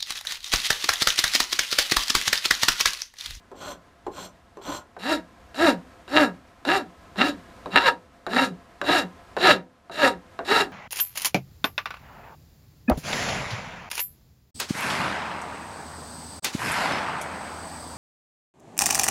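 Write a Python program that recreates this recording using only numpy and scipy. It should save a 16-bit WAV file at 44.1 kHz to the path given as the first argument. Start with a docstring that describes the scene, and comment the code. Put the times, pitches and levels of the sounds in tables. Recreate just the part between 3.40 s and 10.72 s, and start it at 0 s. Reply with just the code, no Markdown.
"""Filing a wooden handle

A hand file works a wooden handle, heard close: three light strokes in the hand, eleven hard ones in a vice.
The file lands with a knock; its teeth then shake, cut and tear the wood at a rate set by the arm's speed.
Teeth are pulse trains and fibres random snaps, both rung through resonances; the groan is two sines.
Snags crack, the bench hums and thuds, and a short room tail and a dull hiss lie behind."""
import sys
import numpy as np
from scipy import signal
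from scipy.fft import rfft, irfft
from scipy.io import wavfile
from scipy.ndimage import uniform_filter1d

SR = 44100
rng = np.random.default_rng(int(sys.argv[2]) if len(sys.argv) > 2 else 0)


def log_audio(samples):
    """Write samples as a 16-bit WAV file to the path given in sys.argv[1]."""
    # one column per channel
    frames = np.atleast_2d(samples).T
    # limit to full scale, then quantise
    limited = np.clip(frames, -1, 1)
    pcm = np.round(limited * 32767).astype(np.int16)
    wavfile.write(sys.argv[1], SR, pcm)


N = 322812
TIME_S = np.arange(N) / SR
HZ = np.fft.rfftfreq(8192, 1 / SR)


def amp(db):
    """Decibels to gain."""
    return 10 ** (np.asarray(db) / 20)


def rms(x):
    """Root mean square."""
    return np.sqrt(np.mean(x ** 2) + 1e-20)


def read(points, hz):
    """Spectrum table joined by straight lines on a log-frequency axis."""
    f, value = np.transpose(points)
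    return np.interp(np.log(hz + 1), np.log(f + 1), value)


def add(mix, start_s, sound):
    """Mixes a sound in at its start time."""
    part = mix[max(round(start_s * SR), 0):][:len(sound)]
    part += sound[:len(part)]


def wander(n, hz):
    """Low-passed noise of rms 1, cut off at hz."""
    low_pass = 1 / (1 + (np.fft.rfftfreq(n, 1 / SR) / hz) ** 4)
    x = irfft(rfft(rng.standard_normal(n)) * low_pass, n)
    return x / rms(x)


def band(low_hz, high_hz, order=4):
    """Gain of a smooth band-pass."""
    low_cut = 1 + (low_hz / (HZ + 1)) ** (2 * order)
    high_cut = 1 + (HZ / high_hz) ** (2 * order)
    return 1 / np.sqrt(low_cut * high_cut)


def causal(gain):
    """Minimum-phase impulse response of a gain, scaled to a top gain of 1."""
    log_gain = np.log(np.maximum(gain / gain.max(), 1e-5))
    circle = np.concatenate([log_gain, log_gain[-2:0:-1]])
    return np.fft.ifft(np.exp(np.conj(signal.hilbert(circle)))).real[:len(HZ)]


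LEAST_LOSS = .019  # least mode width as a share of its frequency


def peaks(modes):
    """Gain of damped resonances, summed in power."""
    power = 0
    for hz, width_hz, db in modes:
        damped_hz = max(width_hz, LEAST_LOSS * hz)
        detuning = (HZ ** 2 - hz ** 2) / (hz * damped_hz)
        below = np.minimum(HZ / hz, 1) ** 2
        power = power + amp(db) ** 2 / (1 + detuning ** 2) * below
    return np.sqrt(power)


def body(modes, colour, colour_db):
    """Gain of resonant peaks over a broad colour."""
    return np.hypot(peaks(modes), amp(read(colour, HZ) + colour_db))


def radiate(force, level_db, gain):
    """A force on a level curve rings through the workpiece."""
    response = causal(gain)
    steady = signal.fftconvolve(force, response)[:len(force)]
    driven = force * amp(level_db) * signal.windows.tukey(len(force), .04)
    return signal.fftconvolve(driven, response) / rms(steady)


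def blow(gain):
    """A single sharp push on the workpiece, of peak 1."""
    response = causal(gain)
    return response / abs(response).max()


# Pushes of the file. Each row: start in s, pressure build in s, hold in s, tooth chatter in relative dB,
# rasp of the cut in relative dB, fizz of tearing fibres in relative dB, fastest after s, top mean tooth rate
# in Hz, 1/e half-width of the arm's swing in s, roughness (clipped to 0.01-1), overtones against rasp in dB,
# second harmonic of the groan in dB before resonance, ring of the steel in dB against mean of rasp and fizz.
STROKES = [ (0.15, 0.079, 0.083, -41, -37.5, -51, 0.11, 292.5, 0.12, 0.95, -35, 2, -3),
           (0.71, .07, 0.068, -43, -39, -50, 0.14, 280, .11, 1.03, -23, 2, -2.5),
           (1.21, 0.059, 0.097, -41, -33.5, -47, 0.15, 345.4, 0.12, 0.66, -23, -6, -3),
           (1.585, 0.074, 0.084, -29, -25, -42.5, 0.13, 323.3, 0.07, 0.16, -26, -2.5, -0.2),
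           (2.147, 0.069, 0.073, -15.5, -18, -35, 0.094, 339.9, .08, .15, -12, -1.5, -1),
           (2.685, 0.076, 0.075, -18, -20.5, -39.5, 0.094, 314.7, .097, 0.28, -3, -4, -0.7),
           (3.253, 0.024, 0.092, -22, -23, -41, 0.097, 398.4, 0.081, 0.33, -6.5, -9, -0.4),
           (3.762, 0.039, 0.076, -22.5, -24.5, -41.5, 0.11, 303.7, 0.073, 0.45, -15, -14, 3),
           (4.3, 0.043, .14, -28.5, -26, -46, 0.15, 551, 0.073, 0.33, -4, -22, 4),
           (4.885, 0.052, 0.11, -24.5, -22.5, -41, .115, 269.7, .095, .5, -18, -6, -0.8),
           (5.435, 0.064, 0.091, -26.5, -18, -36, 0.1, 366.5, 0.082, 0.43, -8, -6, 2.2),
           (5.978, 0.065, 0.071, -18, -14.5, -35, 0.077, 377.7, 0.078, 0.48, -20, 6, 3),
           (6.51, 0.12, 0.045, -20, -17, -37, .085, 309, .115, 0.37, -13, 9.5, 0),
           (7.045, 0.064, 0.095, -20.5, -17.5, -35.5, .12, 470.6, 0.12, .45, -10, -19, 0.2), ]
SLOW_TOOTH_HZ = 158.04  # mean tooth rate far from the middle of the swing
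RELEASE_S = .14  # run-out after the pressure eases
STEEL_FADE_DB, OVERTONES_GROW_DB = 3, 6  # change over the held part


def stroke(row, gain, firmness, groan_db, shake_db, rasp_db, fizz_db):
    """One push: teeth shake the handle, cut the wood and tear its fibres; returns start and sound."""
    start, build, hold, *strength, fastest, top_hz, swing, rough, overtones_db, second_db, steel_db = row
    t = np.arange(0, build + hold + RELEASE_S, 1 / SR)
    chatter_db, rasp_curve_db, fizz_curve_db = (
        np.array(strength)[:, None] + effort(t, start, build, hold, firmness))
    rough = np.clip(rough, .01, 1)
    # -0.5 to 0.5: steel rings early, overtones grow late
    progress = np.clip((t - build) / hold, 0, 1) - .5

    # arm speed is one bell; its tremble grows with roughness
    tremble, pressure = wander(SR // 2, 50)[:len(t)], wander(SR // 2, 30)[:len(t)]
    speed = SLOW_TOOTH_HZ + (top_hz - SLOW_TOOTH_HZ) * np.exp(-((t - fastest) / swing) ** 2)
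    rate = speed * (1 + .07 * rough * tremble)
    turns = np.cumsum(rate) / SR

    # a clean groan settles in, with loose shaking around it
    settling = np.minimum(t / build, 1) ** 0.77 * signal.windows.tukey(len(t), .06)
    groan_level = amp(chatter_db + groan_db + 6.2 * rough * pressure) * settling
    groan = np.sqrt(1 - rough ** 2) * rocking(turns, rate, second_db) * groan_level
    loose = fibres(turns, per_s=5400, spread_db=-0.5, bite=0.27)
    shake = rough * radiate(loose, chatter_db + shake_db, gain * band(150, 670))

    # even bites give overtones; uneven bites and snapping fibres give the rasp
    even = teeth(turns, jitter=0.033 * rough, spread_db=1.9 * rough)
    overtones_curve_db = rasp_curve_db + overtones_db + OVERTONES_GROW_DB * progress
    overtones = radiate(even, overtones_curve_db, gain * band(520, 1500, order=3))
    uneven = teeth(turns, jitter=.25 * rough, spread_db=5.0)
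    cut = 0.65 * uneven + fibres(turns, per_s=4500, spread_db=0.0, bite=0.29)
    rasp = radiate(cut, rasp_curve_db + rasp_db + 1.8 * pressure, gain * band(655, 2175))
    dust = fibres(turns, per_s=12000, spread_db=5.0, bite=0.28)
    fizz = radiate(dust, fizz_curve_db + fizz_db + 0.69 * pressure, gain * band(4650, 17000, order=6))

    # steel follows both cut and tearing, so it already sounds under a light touch
    steel_curve_db = (rasp_curve_db + fizz_curve_db) / 2 + steel_db - STEEL_FADE_DB * progress
    steel = radiate(cut, steel_curve_db + 1.1 * pressure, gain * band(2670, 4850))
    return start, steel + np.pad(groan, (0, len(HZ) - 1)) + shake + overtones + rasp + fizz


# Moments when the bite of the teeth changes. Each row: time in s, 1/e half-width in s, change of chatter
# in dB, change of rasp in dB, change of fizz in dB.
DIGS = [(1.295, 0.035, 9.5, 0, 0), (1.726, 0.025, 15, 6, 5), (2.248, .02, 5, 0, -1),
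        (2.286, .008, 4.5, 5.5, -1.5), (2.77, 0.028, 2, -1.5, 1.5), (3.343, 0.019, -6.5, 4.5, 1.5),
        (3.821, 0.028, 1.5, 9, -2), (4.362, 0.011, 3.5, 12.5, -12), (4.477, 0.02, 4.5, 12, 8.5),
        (4.992, 0.014, -9, 10.5, 3.5), (5.121, 0.026, 13, -4, -1), (5.501, 0.01, 12.5, 0, -2),
        (5.652, .014, 11.5, -7, -20), (6.069, 0.014, 3.5, 3, 4), (6.646, 0.017, 6.5, 5.5, 4.5)]


def effort(t, start, build, hold, firmness):
    """Level curves in dB of chatter, rasp and fizz: held chatter and rasp sink while fizz rises."""
    # firmness scales the whole dB curve of chatter and rasp
    chatter = firmness * press(t, build, hold, touch_db=-26, lean_db=-3, fall_db_per_s=263.5)
    rasp = firmness * press(t, build, hold, touch_db=-27, lean_db=-2.5, fall_db_per_s=382.5)
    fizz = press(t, build, hold + 0.0058, touch_db=-17, lean_db=4.5, fall_db_per_s=536.5)
    digs = 0
    for dig_s, width_s, *change_db in DIGS:
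        digs = digs + np.outer(change_db, np.exp(-((start + t - dig_s) / width_s) ** 2))
    return np.array([chatter, rasp, fizz]) + digs


def press(t, build, hold, touch_db, lean_db, fall_db_per_s):
    """Level in dB under the hand: builds from a light touch, leans up or down while held, falls away."""
    held = np.interp(t, [0, build, build + hold], [touch_db, -lean_db / 2, lean_db / 2])
    return held - fall_db_per_s * np.maximum(t - build - hold, 0)


GROAN_FROM_HZ = 192  # at slower tooth rates the handle hardly rocks
ROCKING_HZ, ROCKING_WIDTH_HZ = 542, 200  # rocking resonance


def rocking(turns, rate, second_db):
    """The handle rocks once a tooth if they come fast, and twice where that meets its resonance."""
    first = 1 / np.sqrt(1 + (GROAN_FROM_HZ / rate) ** 8)
    detuning = 2 * (2 * rate - ROCKING_HZ) / ROCKING_WIDTH_HZ
    second = amp(second_db) / np.sqrt(1 + detuning ** 4)
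    wave = first * np.sin(2 * np.pi * turns) + second * np.cos(4 * np.pi * turns)
    return np.sqrt(2 / (1 + second ** 2)) * wave


def teeth(turns, jitter, spread_db):
    """One push per tooth, uneven in time (jitter in tooth periods) and in size."""
    at = np.flatnonzero(np.diff(np.floor(turns)) > 0)
    late, size = rng.standard_normal((256, 2))[:len(at)].T
    place = at + jitter * late / (turns[at + 1] - turns[at])
    index = np.clip(np.round(place).astype(int), 0, len(turns) - 1)
    pushes = np.zeros(len(turns))
    pushes[index] = amp(spread_db * np.clip(size, -2, 2))
    return pushes / rms(pushes)


def fibres(turns, per_s, spread_db, bite):
    """Tiny snaps of wood fibre, strongest just after each tooth bites (bite in tooth periods)."""
    chance, size, sign = rng.random((SR // 2, 3))[:len(turns)].T
    sizes = amp(spread_db * np.minimum(-np.log(1 - size), 3))
    snaps = (chance < per_s / SR) * np.sign(sign - .5) * sizes
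    snaps = snaps * (0.51 + np.exp(-(turns % 1) / bite))
    return snaps / rms(snaps)


# Ringing of file and handle in the hand. Each row: frequency in Hz, width in Hz before the least loss,
# level in relative dB.
HELD_MODES = [(1030, 19, 4.5), (1450, 60, -6), (3280, 160, -14.5), (4170, 67, -13.5), (5360, 130, -22),
              (6390, 46, -21), (7450, 100, -21.5), (8400, 150, -30), (12100, 350, -33)]
# Broad colour between those modes. Each row: frequency in Hz, level in relative dB.
HELD_COLOUR = [(59, -46), (100, -18), (188, 2), (222, -10), (285, -2), (482, -9), (535, 0), (733, -6.5),
               (1400, -12), (1880, -19.5), (3320, -24), (7510, -38.5), (15000, -43.5)]


def held_body():
    """Resonant gain of file and handle in the hand."""
    return body(HELD_MODES, HELD_COLOUR, colour_db=1) * faint_modes(depth_db=4.5)


# Ringing of file and handle in the vice. Each row: frequency in Hz, width in Hz before the least loss,
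# level in relative dB.
CLAMPED_MODES = [(555, 17, 3.5), (758.8, 29, 4), (941, 15, 5), (1264, 37, 3.5), (1359, 31, 1.5),
                 (1655, 7.1, 5), (1710, 34, 5.5), (1855, 120, -2), (2755, 39, 4.5), (3862, 64, -0.5),
                 (3962, 39, -7.5), (5300, 35, -17.5), (5520, 39, -27.5), (6970, 42, -17),
                 (7610, 150, -22.5), (8710, 97, -18.5), (10650, 200, -24.5), (12300, 850, -29)]
# Broad colour between those modes. Each row: frequency in Hz, level in relative dB.
CLAMPED_COLOUR = [(60, -62.5), (110, -3), (190, -9), (310, 3), (420, -3), (860, -13.5), (1100, -16.5),
                  (2000, -12), (3400, -16.5), (4100, -10.5), (5000, -24), (9000, -36), (15000, -46.5)]


def clamped_body():
    """Resonant gain of file and handle in the vice."""
    return body(CLAMPED_MODES, CLAMPED_COLOUR, colour_db=4.0) * faint_modes(depth_db=2.5)


def faint_modes(depth_db):
    """Countless weak high modes of the steel, as a random ripple on the treble gain."""
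    return amp(depth_db * wander(len(HZ), 800) * band(4500, SR))


# Teeth catching and breaking free. Each row: time in s, level in relative dB.
SNAGS = [(2.246, -15), (2.289, -20), (2.7660, -6), (2.7731, -4.5), (2.7824, -7.5), (3.2900, -12.5),
         (3.3174, -10.5), (3.812, -9.5), (3.8170, -6.5), (4.3594, -4), (4.364, -3.5), (4.373, -8.5),
         (4.3763, -4.5), (4.384, -7.5), (4.4871, -9), (6.106, -5.5), (6.1095, -5), (6.1133, -4.5)]


def snags(gain):
    """Hard cracks where a tooth breaks out of the grain: single blows on the body."""
    out, crack = np.zeros(N), blow(gain * band(900, 3300, order=2))
    for start_s, db in SNAGS:
        add(out, start_s, amp(db + 4.5) * crack)
    return out


# The file set down on the wood. Each row: time in s, knock in relative dB, bright tick in relative dB,
# thump in relative dB.
LANDINGS = [(0.116, -31, -59.5, -36.5), (0.666, -22, -52.5, -27.5), (1.171, -27.5, -58, -40),
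            (1.566, -28, -50, -33.5), (2.145, -26, -33, -56), (2.679, -29, -39, -46),
            (3.251, -19, -28, -34), (3.759, -23.5, -37, -38), (4.259, -27, -35.5, -25.5),
            (4.866, -17, -28, -24.5), (5.415, -10.5, -28, -21.5), (5.967, -10.5, -26, -22),
            (6.497, -28, -51, -34.5), (6.991, -18, -35.5, -25)]
# Knock of steel on the held and the clamped wood. Each row: frequency in Hz, width in Hz before the least
# loss, level in relative dB.
HELD_KNOCK = [(357, 89, 8), (788, 130, 2), (1054, 55, 1.5)]
CLAMPED_KNOCK = [(350, 48, 5), (671, 55, 6.5), (1008, 330, -7.5), (1560, 320, -4)]
# mean thump pitch falls as the file settles
THUMP_FROM_HZ, THUMP_TO_HZ, THUMP_SINK_S = 950, 277.4, .02


def landings(rows, knock, gain, knock_db, tick_db, thump_db, rattle_s, thump_s):
    """Steel knocks on wood with a falling thump and rattles briefly before it grips."""
    out, t = np.zeros(N), np.arange(SR // 16) / SR
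    clack = blow(peaks(knock) * band(220, 2200, order=3))
    tick = blow(gain * band(2500, 14000))
    sinking = THUMP_TO_HZ + (THUMP_FROM_HZ - THUMP_TO_HZ) * np.exp(-t / THUMP_SINK_S)
    for start_s, db, bright_db, weight_db in rows:
        bounces = rng.standard_normal(len(t)) * (rng.random(len(t)) < 900 / SR)
        contact = 0.89 * bounces * np.exp(-t / rattle_s)
        contact[0] = 1
        turns = np.cumsum(sinking * (1 + .25 * wander(len(t), 300))) / SR
        thump = np.sin(2 * np.pi * turns) * np.exp(-t / thump_s)
        add(out, start_s, amp(db + knock_db) * signal.fftconvolve(contact, clack))
        add(out, start_s, amp(bright_db + tick_db) * signal.fftconvolve(contact * np.exp(-t / 0.006), tick))
        add(out, start_s, amp(weight_db + thump_db) * thump)
    return out


# Slow modes of vice and bench. Each row: frequency in Hz, level in relative dB, t60 in s.
BENCH_MODES = [(184.3, 2.5, 0.17), (256.8, -3, 0.55), (503, -6, 0.4)]


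def bench(x, ring_db):
    """Vice and bench hum on after the stroke: decaying cosines convolved with it."""
    t = np.arange(SR // 2) / SR
    ring = 0
    for hz, db, t60_s in BENCH_MODES:
        decay = amp(-60 * t / t60_s)
        ring = ring + amp(db) * 2 * decay / decay.sum() * np.cos(2 * np.pi * hz * t)
    return amp(ring_db) * signal.fftconvolve(x, ring)[:N]


def thud(x, thud_db):
    """The weight of the work shakes the bench: low noise following the short-term level."""
    load = np.sqrt(abs(uniform_filter1d(x ** 2, size=2000)))
    rumble = signal.fftconvolve(rng.standard_normal(N), causal(band(41, 140, order=2)))[:N]
    return amp(thud_db) * load * rumble / rms(rumble)


# Decay of the room. Each row: frequency in Hz, t60 in s.
ROOM_DECAY = [(150, 0.25), (600, 0.22), (2000, 0.096), (6000, 0.12), (15000, 0.11)]


def workshop(x, wet_db):
    """A short diffuse noise tail whose treble dies sooner than its bass."""
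    hz, t, z = signal.stft(rng.standard_normal(SR // 2), SR, nperseg=256)
    decay = amp(-60 * t / read(ROOM_DECAY, hz)[:, None])
    tail = signal.istft(z * decay, SR, nperseg=256)[1]
    tail = tail * np.minimum(np.arange(len(tail)) / SR / 0.01, 1)  # 10 ms onset
    return amp(wet_db) * signal.fftconvolve(x, tail / np.linalg.norm(tail))[:N]


# Hollow resonances of the room noise. Each row: frequency in Hz, width in Hz before the least loss,
# level in relative dB.
ROOM_MODES = [(519, 6.8, -3), (690, 29, -2.5), (1030, 27, -5.5), (1297, 16, -7.5), (1650, 9.3, -11.5)]
# Colour of the room noise. Each row: frequency in Hz, level in relative dB.
ROOM_COLOUR = [(15, -19), (70, 0.5), (135, -9.5), (230, -6.5), (450, -13), (1100, -14.5), (2050, -19),
               (2400, -22), (7900, -33.5), (15000, -44)]
# Mean level of the room noise. Each row: time in s, level in dB.
ROOM_LEVEL = [(0, -55), (1.5, -56.5), (2.05, -51), (2.6, -50), (3.15, -53.5), (4.25, -46.5), (4.65, -55),
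              (5.95, -49), (6.3, -60), (6.9, -51.5), (7.32, -50.5)]


def room_noise():
    """A dull, slightly hollow hiss: filtered noise whose level drifts."""
    colour = np.interp(np.fft.rfftfreq(N, 1 / SR), HZ, body(ROOM_MODES, ROOM_COLOUR, colour_db=0))
    hiss = irfft(rfft(rng.standard_normal(N)) * colour, N)
    level_db = np.interp(TIME_S, *np.transpose(ROOM_LEVEL)) + .5 * wander(N, 12)
    return hiss / rms(hiss) * amp(level_db)


CLAMPED_FROM_S = 1.5  # in the hand before, in the vice after


def by_grip(rows):
    """Splits events into those in the hand and those in the vice."""
    held = [row for row in rows if row[0] < CLAMPED_FROM_S]
    clamped = [row for row in rows if row[0] >= CLAMPED_FROM_S]
    return held, clamped


def scene():
    """The handle in the hand, then in the vice, in the workshop."""
    held, clamped = held_body(), clamped_body()
    light_landings, hard_landings = by_grip(LANDINGS)
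    light_strokes, hard_strokes = by_grip(STROKES)
    in_hand = landings(light_landings, HELD_KNOCK, held, knock_db=-5.0, tick_db=12, thump_db=-6.5,
                       rattle_s=0.024, thump_s=0.053)
    in_vice = landings(hard_landings, CLAMPED_KNOCK, clamped, knock_db=-10, tick_db=1.0, thump_db=-1.0,
                       rattle_s=0.027, thump_s=.022)
    in_vice = in_vice + snags(clamped)
    for row in light_strokes:
        add(in_hand, *stroke(row, held, firmness=0.74, groan_db=-4.0, shake_db=-2.5, rasp_db=-3.0, fizz_db=2.7))
    for row in hard_strokes:
        add(in_vice, *stroke(row, clamped, firmness=0.93, groan_db=-4.5, shake_db=-4.5, rasp_db=-4.5,
                             fizz_db=1.5))
    near = in_hand + in_vice + bench(in_vice, ring_db=4.0)
    near = near + thud(in_vice, thud_db=-32.5) + thud(in_hand, thud_db=-18.0)
    return (near + workshop(near, wet_db=-10.5) + room_noise())[None]


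EDGE_HZ = 15150


def record(dry):
    """The input overloads at full scale; then the band limit."""
    low_pass = signal.firwin(511, EDGE_HZ, window=("kaiser", 9), fs=SR)
    return signal.oaconvolve(np.clip(dry, -1, 1), low_pass[None], "same")


dry = scene()
out = record(dry)
log_audio(out)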